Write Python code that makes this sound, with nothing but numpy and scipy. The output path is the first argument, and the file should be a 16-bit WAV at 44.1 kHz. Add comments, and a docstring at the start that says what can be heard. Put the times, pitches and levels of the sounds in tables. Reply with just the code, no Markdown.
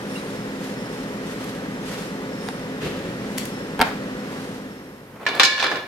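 """A machine throbs nine times a second in a workshop while a wheel rim is wrapped in tape: the tape rustles,
scissors snip and tap as they are picked up off the floor, something thuds far off and something hard knocks.
The throb starts to fade, then the wrapped steel rim is dropped on a pile of others, which clash, rattle and ring.
Metal rings as decaying sines and jostled noise; tape, thuds and hiss are coloured, enveloped noise;
the machine is a set of steady tones, one pulsing tone and looped clatter."""
import sys
import numpy as np
from scipy import signal
from scipy.fft import rfft, irfft, next_fast_len
from scipy.io import wavfile
from scipy.ndimage import map_coordinates

SR = 44100
rng = np.random.default_rng(int(sys.argv[2]) if len(sys.argv) > 2 else 0)


def dump_mix(stems):
    """Bounce the given channels to the path in sys.argv[1] as a 16-bit WAV at rate SR."""
    frames = np.atleast_2d(stems).T  # one column per channel
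    limited = np.clip(frames, -1, 1)  # hard clip at full scale
    pcm = np.round(limited * 32767).astype(np.int16)
    wavfile.write(sys.argv[1], SR, pcm)


N = 258867

# In every noise colour the density is relative: noise() then scales the result to rms 1.
# colour of the machine noise in the hall: [pitch_hz, density_db_per_hz]
HALL_COLOUR = [(20, -37), (40, -10), (90, -15), (125, -4), (200, -0.5), (270, 3), (340, -2), (520, -1.5),
               (650, -7), (1000, -9), (1950, -8.5), (2130, -13.5), (5500, -23.5), (8000, -28.5),
               (13500, -39), (16000, -49)]
# left-right likeness of diffuse and of near sounds: [pitch_hz, likeness_0_to_1]
DIFFUSE = [(100, 0.98), (300, 0.97), (600, 0.72), (1200, 1), (3000, 0.04), (12000, 0)]
NEAR = [(200, 0.86), (1000, 0.63), (3000, 0.12), (12000, 0.21)]
# left-right likeness of the pile of rims: [pitch_hz, likeness_0_to_1]
PILE = [(300, 1), (1000, 0.81), (2500, 0.43), (12000, 0.11)]
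# colour of scissor blades, also of the crack in each rim blow: [pitch_hz, density_db_per_hz]
BLADE_COLOUR = [(500, -9), (2200, 10), (3200, 5), (4500, 5.5), (6500, 2.5), (12000, 3), (16000, -9)]
# rim against rim: [start_s, level_db, brightness_db_per_octave, clash_t60_s, relative_ring_db, clank_hz]
BLOWS = [(5.2647, -15.5, -1.5, 0.11, -18, 2100), (5.287, -22, 1, 0.053, -29, 4400),
         (5.397, -5, 1, 0.11, -29, 1160), (5.4324, -8.5, 7.5, 0.092, -17.5, 1770),
         (5.4488, -11.5, 10, 0.1, -34, 4660), (5.596, -21, 1, 0.25, -15, 4220),
         (5.6254, -15.5, -0.5, 0.087, -20, 1150), (5.64, -16.5, -2.5, 0.16, -24, 1590),
         (5.714, -23.5, -1, 0.14, -28, 1550)]
# strong modes of a steel rim: [pitch_hz, relative_db, t60_s]
RIM_MODES = [(517, -11, 1.3), (797, -15, .8), (1055, -3, .9), (1437, -16, .6), (1712, 0.5, 1.15),
             (1750, -2.5, .9), (1834, -14, .5), (2256, -6, .65), (2342, -5.5, .5), (2379, -8, .65),
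             (2878, -3.5, .75), (3402, -4.5, .5), (3585, -2.5, .45), (3640, -7, .38), (4016, -10, .38),
             (4059, -3.5, .45), (4355, -3.5, .4), (4727, -10, .25), (4867, -9, .3), (5103, -11, .3),
             (5195, -7, .32), (5512, -14, .3)]

# how far the strong modes stand out of the crowd: little in the clash, much in what follows
CLASH_BUNCHING, AFTER_BUNCHING = 1.8, 9
STROKE_HZ = 9.2665  # machine strokes per second


def rims():
    """Each blow cracks and clashes in crowded modes that leave the strong ones ringing; the pile slides and settles."""
    # direction of the pile: [pitch_hz, left_minus_right_db]
    bearing = [(300, -0.5), (1000, 0), (2200, -4), (4000, 0), (8000, -2)]
    out, t = np.zeros((2, N)), np.arange(2 * SR // 3) / SR
    contact = 1 - np.exp(-t / 0.00024)  # the tape cushions the first touch
    for s, db, bright_db, t60, _, clank_hz in BLOWS:
        clash_colour = lambda hz: steel(CLASH_BUNCHING, bright_db)(hz) * favoured(hz, clank_hz)
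        clash = fade(t, t60) * noise(clash_colour, PILE, len(t))
        after = amp(-17) * fade(t, 0.69) * noise(steel(AFTER_BUNCHING, bright_db / 2), PILE, len(t))
        crack = amp(-13) * fade(t, 0.0091) * noise(colour(BLADE_COLOUR), PILE, len(t))
        add(out, s, amp(db) * contact * (clash + after + crack))
    sideways = lambda hz: amp(along(bearing, hz) * np.array([[.5], [-.5]]))
    return filtered(in_hall(out + ringing() + sliding(), wet_db=-6.0, dull_hz=8040), sideways)


def ringing():
    """Every blow feeds more energy into the same modes, so they ring on through the clatter; close pairs beat."""
    start = BLOWS[0][0]
    out, t = np.zeros((2, N)), np.arange(SR) / SR
    for hz, db, t60 in RIM_MODES:
        feeds = []
        for s, blow_db, _, _, ring_db, clank_hz in BLOWS:
            since_blow = t - s + start
            strength = amp(blow_db + ring_db + 1.5 * rng.standard_normal())  # uneven from blow to blow
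            struck = (t >= s - start) * strength * np.sqrt(favoured(hz, clank_hz))
            feeds.append(struck * fade(np.abs(since_blow), t60))
        steady = ring([(hz, db, np.inf)], t, scatter_db=0, spread=.55, rough=.5)
        add(out, start, np.linalg.norm(feeds, axis=0) * steady)  # energies add
    return out


def sliding():
    """A sliding rim bumps along on its wrapping and sets off a run of small steel-on-steel taps."""
    # brush, landing slide, rocking, settling:
    # [start_s, length_s, bump_rise_db_per_s, padded_bump_db, bare_steel_rattle_db]
    slides = [(5.201, .05, 170, -36.5, -58), (5.303, 0.11, 140, -30.5, -31), (5.58, 0.042, 100, -48, -23),
              (5.624, 0.043, 328, -29.5, -22), (5.709, 0.042, 334, -29.5, -27.5)]
    # colour of wrapped rims bumping: [pitch_hz, density_db_per_hz]
    padded = [(40, -53), (130, -13), (300, -4), (520, -2.5), (1000, -6), (1600, -11), (2200, -15),
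              (5000, -32), (16000, -40)]
    taps_per_s, tap_t60_s = 85, .045
    bump_fall, rattle_fall = 87, 182  # dB per second: the bumping outlasts the rattle
    rattle_steeper = 2  # the rattle needs more speed, so it sets in this many times as steeply

    bumps, rattles = [], []
    for s, length, rise, bump_db, rattle_db in slides:
        bumps.append(amp(bump_db) * stroke(s, length, rise, bump_fall))
        rattles.append(amp(rattle_db) * stroke(s, length, rattle_steeper * rise, rattle_fall))
    bump, rattle = np.max(bumps, axis=0), np.max(rattles, axis=0)

    taps, t = np.zeros((2, N)), np.arange(SR // 10) / SR
    for beat in np.arange(slides[0][0], N / SR, 1 / taps_per_s):
        s = beat + (rng.random() - .5) / taps_per_s
        size = rattle[min(round(s * SR), N - 1)] * amp(2.8 * rng.standard_normal())
        add(taps, s, size * fade(t, tap_t60_s) * noise(steel(AFTER_BUNCHING / 2), PILE, len(t)))
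    return taps + bump * crackle(rate=170, life=0.019, scatter_db=1) * noise(colour(padded), PILE, N)


def steel(bunching, bright_db=0):
    """Colour of a clash: the rims are alike, so their modes bunch around the strong ones of a single rim."""
    # the crowd of weaker modes: [pitch_hz, density_db_per_hz]
    crowd = [(40, -32), (200, -18), (500, -4), (1000, 0.5), (1700, 4), (2080, -3.5), (2400, 1.5),
             (4200, -2), (5500, -9.5), (5800, -7.5), (6400, -10), (9000, -22.5), (16000, -37)]

    def gain(f):
        bunches = 0
        for hz, db, _ in RIM_MODES:
            bunches = bunches + amp(db / 2) / (1 + ((f - hz) / (10 + hz / 350)) ** 2)
        return colour(crowd, bright_db)(f) * (1 + bunching * bunches)
    return gain


def favoured(hz, centre_hz):
    """Gain of the modes around the clank pitch that one point of contact strikes hardest."""
    lift_db, width_octaves = 4.5, 0.46
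    return amp(lift_db * np.exp(-(np.log2((hz + 1) / centre_hz) / width_octaves) ** 2))


def knocks():
    """Scissors picked up off the floor tap once; later a hard, damped object knocks in quick contacts.

    Each contact is a noise crack plus short body modes; the far walls return a dull, diffuse wash."""
    # contacts, the first the scissors' tap: [start_s, body_db, crack_db]
    contacts = [(2.4875, -29, -23), (3.7927, -17, -22), (3.8017, -16, -19), (3.8055, -17.5, -34),
                (3.8133, -11.5, -6), (3.8174, -11.5, -5.5), (3.8255, -16, -18)]
    # short modes that every contact sounds: [pitch_hz, relative_db, t60_s]
    body = [(258, -6, .06), (450, -8, .04), (735, 0.5, .055), (900, -1.5, .045), (1430, -3, .025),
            (1660, -5, .025), (2200, -11, .016), (3300, -11, .012)]
    # colours of the crack and of the far walls' return: [pitch_hz, density_db_per_hz]
    crack_colour = [(100, -27), (700, -16), (1700, -3.5), (4400, -10.5), (6000, -20.5), (13000, -25.5),
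                    (16000, -39)]
    echo_colour = [(150, -18), (780, 0.5), (1700, -4), (2300, -17), (16000, -31)]
    echo_delay_s, echo_db = .025, -16.5  # level relative to the body

    out, t = np.zeros((2, N)), np.arange(SR // 2) / SR
    wash = np.zeros((2, N))
    for s, db, crack_db in contacts:
        crack = amp(crack_db) * fade(t, 0.011) * noise(colour(crack_colour), [(1000, 0.5)], len(t))
        add(out, s, crack + amp(db) * ring(body, t, scatter_db=4.0, spread=0.05, rough=0.42))
        bloom = (1 - np.exp(-t / 0.015)) * fade(t, 0.38)
        echo = amp(db + echo_db) * bloom * noise(colour(echo_colour), DIFFUSE, len(t))
        add(wash, s + echo_delay_s, echo)
    return in_hall(out, wet_db=-5, dull_hz=2800) + wash


def wrapping():
    """Tape crinkles with each pull of the hands; scissor blades click shut."""
    # pulls of the tape round the rim: [start_s, length_s, level_db]
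    pulls = [(.14, .04, -41.5), (0.3, 0.049, -42.5), (.64, .05, -41.5), (0.914, .09, -44.5),
             (1.275, .04, -42.5), (1.414, 0.09, -41.5), (1.885, 0.12, -38), (2.464, 0.026, -43),
             (3.282, 0.094, -44.5), (4.322, 0.22, -46)]
    # colour of crinkling tape: [pitch_hz, density_db_per_hz]
    tape = [(200, -11), (900, 0.5), (3000, 0.5), (6000, -5), (12500, -12), (16000, -27)]
    # scissor cuts and tape ticks: [start_s, level_db]
    snips = [(1.442, -33), (3.378, -26), (3.382, -18), (3.4543, -26.5), (5.352, -30)]
    rise, fall = 148, 83  # dB per second: every pull tightens and slackens alike

    moves = [amp(db) * stroke(s, length, rise, fall) for s, length, db in pulls]
    moves.append(amp(-49.5) * stroke(0, 1.5, rise, fall))  # hands rubbing the tape between the early pulls
    crinkle = crackle(rate=570, life=0.014, scatter_db=2.0)
    rustle = np.max(moves, axis=0) * crinkle * noise(colour(tape), DIFFUSE, N)

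    cuts, t = np.zeros((2, N)), np.arange(SR // 10) / SR
    for s, db in snips:
        add(cuts, s, amp(db) * fade(t, 0.024) * noise(colour(BLADE_COLOUR), NEAR, len(t)))
    return rustle + in_hall(cuts, wet_db=-1.5, dull_hz=14000)


def machines():
    """A machine throbs off to the left in the rumble and hiss of the shop, then all of it fades to a remainder."""
    # steady tones at multiples of the stroke rate: [multiple, relative_db]
    orders = [(13, -48), (18, -47), (20, -51), (22, -39), (23, -47.5), (33, -50), (38, -53), (40, -47),
              (46, -43), (54, -45), (59, -48), (62, -52)]
    fade_start_s, fade_db_per_s, fade_depth_db = 4.357, 17, 27
    t = np.arange(N) / SR
    away_db = np.clip(fade_db_per_s * (t - fade_start_s), 0, fade_depth_db)

    tones = 0
    for multiple, db in orders:
        surge_db = 1.7 * flutter(t, 9)
        tones = tones + amp(db + surge_db) * np.sin(2 * np.pi * (multiple * STROKE_HZ * t + rng.random()))
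    clatter = amp(-39) * repeating(STROKE_HZ) + amp(-46.0) * repeating(STROKE_HZ / 2)  # alternate strokes differ
    rumble = amp(-33.5) * noise(colour(HALL_COLOUR), DIFFUSE, N)
    drone = amp(-away_db) * (rumble + amp(1.5) * tones + throb() + clatter + whine())

    lead = 0.0002  # seconds by which the left channel hears it earlier
    return filtered(drone, lambda hz: np.exp(1j * np.pi * hz * lead * np.array([[1], [-1]])))


def throb():
    """One tone of the machine swells at each stroke; strong and weak strokes alternate unevenly."""
    multiple, strong_stroke_s = 28, .135  # of the stroke rate; the time of a strong stroke
    base_db, strong_db, weak_db = -42, -32, -4  # the last is relative to a strong stroke
    t = np.arange(N) / SR
    turns = (t - strong_stroke_s) * STROKE_HZ
    nearest = np.round(turns).astype(int)
    uneven_db = 2 * rng.standard_normal(nearest.max() + 2)[nearest]
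    stroke_db = strong_db + weak_db * (nearest % 2) + uneven_db
    level = amp(base_db) + amp(stroke_db) * np.cos(np.pi * turns) ** 4
    return level * np.sin(2 * np.pi * (multiple * STROKE_HZ * t + rng.random()))


def repeating(rate):
    """Machine clatter: one noise cycle looped unchanged, muffled by distance."""
    cycle = rng.standard_normal(round(SR / rate))
    muffled = lambda hz: colour(HALL_COLOUR)(hz) / (1 + (hz / 620) ** 4)
    return unit(filtered(np.resize(cycle, N), muffled))


def whine():
    """Two narrow bands of machine hiss waver, and swell and sink in spells."""
    # the two bands: [pitch_hz, half_width_hz, base_db]
    bands = [(5350, 84, -61.5), (9200, 180, -64.5)]
    # spells in which they swell: [start_s, length_s, lower_band_db, upper_band_db]
    swells = [(.1, .06, -60, -52), (.81, .17, -58, -63), (2.35, .24, -56, -72), (2.45, .05, -56, -51),
              (3.52, .08, -56, -67), (4.72, .15, -55, -64)]
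    out = np.zeros((2, N))
    for k, (hz, width, db) in enumerate(bands):
        spells = [amp(dbs[k]) * stroke(s, length, rise=300, fall=122) for s, length, *dbs in swells]
        waver_db = 3.5 * flutter(np.arange(N) / SR, 9)
        level = amp(db + waver_db) + np.max(spells, axis=0)
        out += level * noise(lambda f: 1 / (1 + ((f - hz) / width) ** 4), DIFFUSE, N)
    return out


def far_thuds():
    """Distant blows arrive as little more than uneven reverberation."""
    # blows: [start_s, level_db]
    thuds = [(2.806, -23.5), (2.836, -34), (2.924, -29), (3.03, -31), (3.19, -32)]
    # their colour: [pitch_hz, density_db_per_hz]
    thud_colour = [(30, -20), (75, -4), (115, 3.5), (300, 0), (520, 1.5), (800, -13.5), (2800, -10),
                   (6000, -22.5), (13000, -32), (16000, -47)]
    out, t = np.zeros((2, N)), np.arange(SR) / SR
    bloom = 1 - np.exp(-t / .02)
    for s, db in thuds:
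        dull_db = -7 * (s - thuds[0][0])  # dB per octave: the later ones are softer contacts
        add(out, s, amp(db) * bloom * fade(t, 0.72) * noise(colour(thud_colour, dull_db), DIFFUSE, len(t)))
    return out * crackle(rate=700, life=.015, scatter_db=1)


def clinks():
    """Faint pings of metal elsewhere in the shop: narrow bands of noise, blurred by the hall."""
    # pings: [start_s, pitch_hz, level_db, t60_s]
    pings = [(.151, 2770, -28.5, .11), (.163, 3900, -32, .12)]
    out, t = np.zeros((2, N)), np.arange(SR // 2) / SR
    for s, hz, db, t60 in pings:
        blur = noise(lambda f: 1 / (1 + ((f / hz - 1) / .022) ** 4), NEAR, len(t))
        add(out, s, amp(db) * (1 - np.exp(-t / 0.012)) * fade(t, t60) * blur)
    return out


def still_air():
    """The quiet room under everything: steady diffuse noise."""
    # colour of the room: [pitch_hz, density_db_per_hz]
    still = [(25, -25), (60, -12), (115, -1.5), (250, -10.5), (600, -16.5), (2000, -24.5), (6000, -36.5),
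             (13500, -26.5), (16000, -49)]
    return amp(-50.5) * noise(colour(still), DIFFUSE, N)


def in_hall(x, wet_db, dull_hz):
    """Add the hall's answer, duller than the source, each frequency dying at its own speed."""
    # decay of the hall: [pitch_hz, t60_s]
    walls = [(150, 0.092), (600, 0.21), (3500, 0.52), (12000, 0.39)]
    hz, t, z = signal.stft(rng.standard_normal((2, SR)), SR, nperseg=256)
    tail = signal.istft(z * fade(t, along(walls, hz)[:, None]), SR, nperseg=256)[1]
    tail[:, :SR // 200] = 0  # a 5 ms gap before the first return
    tail = filtered(tail / np.linalg.norm(tail[0]), lambda f: 1 / (1 + 1j * f / dull_hz))
    return x + amp(wet_db) * signal.fftconvolve(x, tail, axes=1)[:, :N]


def ring(modes, t, scatter_db, spread, rough):
    """Struck modes at new strengths; loose contact jostles the phase of high ones most, channels differ in phase."""
    out = np.zeros((2, len(t)))
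    for hz, db, t60 in modes:
        jostle = rough * hz / 3000 * flutter(t, 59.7)  # radians; full roughness at 3 kHz
        phase = rng.uniform(0, 2 * np.pi) + spread * rng.standard_normal((2, 1)) + jostle
        level = amp(db + scatter_db * rng.standard_normal())
        out += level * fade(t, t60) * np.sin(2 * np.pi * hz * t + phase)
    return out


def stroke(s, length, rise, fall):
    """Envelope of one movement: rises to full at time s, holds, falls; slopes in dB a second."""
    t = np.arange(N) / SR - s
    return amp(rise * np.minimum(t, 0) - fall * np.maximum(t - length, 0))


def crackle(rate, life, scatter_db):
    """Envelope of rms 1 from random tiny contacts: rate per second, each dying over life seconds, energies adding."""
    scatter = np.clip(rng.standard_normal(N), -2, 2)
    sizes = (rng.random(N) < rate / SR) * amp(scatter_db * scatter)
    energy = signal.lfilter([1], [1, -np.exp(-2 / (life * SR))], sizes ** 2)
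    return unit(np.sqrt(energy))


def flutter(t, rate):
    """A smooth random curve over the times t, with rate random points a second."""
    return map_coordinates(rng.standard_normal(int(t[-1] * rate) + 4), [t * rate])


def noise(gain, alike, size):
    """Stereo noise of rms 1 with a given colour and left-right likeness, mixed from mid and side."""
    turn = lambda hz: np.arccos(np.clip(along(alike, hz), 0, 1)) / 2
    shape = lambda hz: gain(hz) * np.array([np.cos(turn(hz)), np.sin(turn(hz))])
    mid, side = filtered(rng.standard_normal((2, size)), shape)
    return unit(np.array([mid + side, mid - side]))


def colour(points, tilt_db=0):
    """Gain of a spectrum, tilted by so many dB an octave between 300 Hz and 6 kHz."""
    return lambda hz: amp(along(points, hz) + tilt_db * np.log2(np.clip(hz, 300, 6000)))


def along(points, hz):
    """(Hz, value) points read on a log frequency axis."""
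    f, v = np.transpose(points)
    return np.interp(np.log(hz + 1), np.log(f), v)


def filtered(x, response):
    """x times a response of frequency."""
    n = x.shape[-1]
    m = next_fast_len(n + 8192)
    return irfft(rfft(x, m) * response(np.fft.rfftfreq(m, 1 / SR)), m)[..., :n]


def fade(t, t60):
    """Exponential decay by 60 dB in t60 seconds."""
    return amp(-60 * t / t60)


def amp(db):
    """Decibels to gain."""
    return 10 ** (np.asarray(db) / 20)


def unit(x):
    """Scale to rms 1."""
    return x / np.sqrt(np.mean(x ** 2) + 1e-20)


def add(track, s, sound):
    """Mix a sound in at time s, cut at the end of the track."""
    part = track[:, round(s * SR):][:, :sound.shape[1]]
    part += sound[:, :part.shape[1]]


def scene():
    """All sources summed in stereo."""
    return rims() + knocks() + wrapping() + machines() + far_thuds() + clinks() + still_air()


def record(dry):
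    """Peaks round off smoothly at full scale; then everything from 16.2 kHz up is cut."""
    rounded = dry / (1 + np.abs(dry) ** 6) ** (1 / 6)
    return filtered(rounded, lambda hz: hz < 16200)


dry = scene()
out = record(dry)
dump_mix(out)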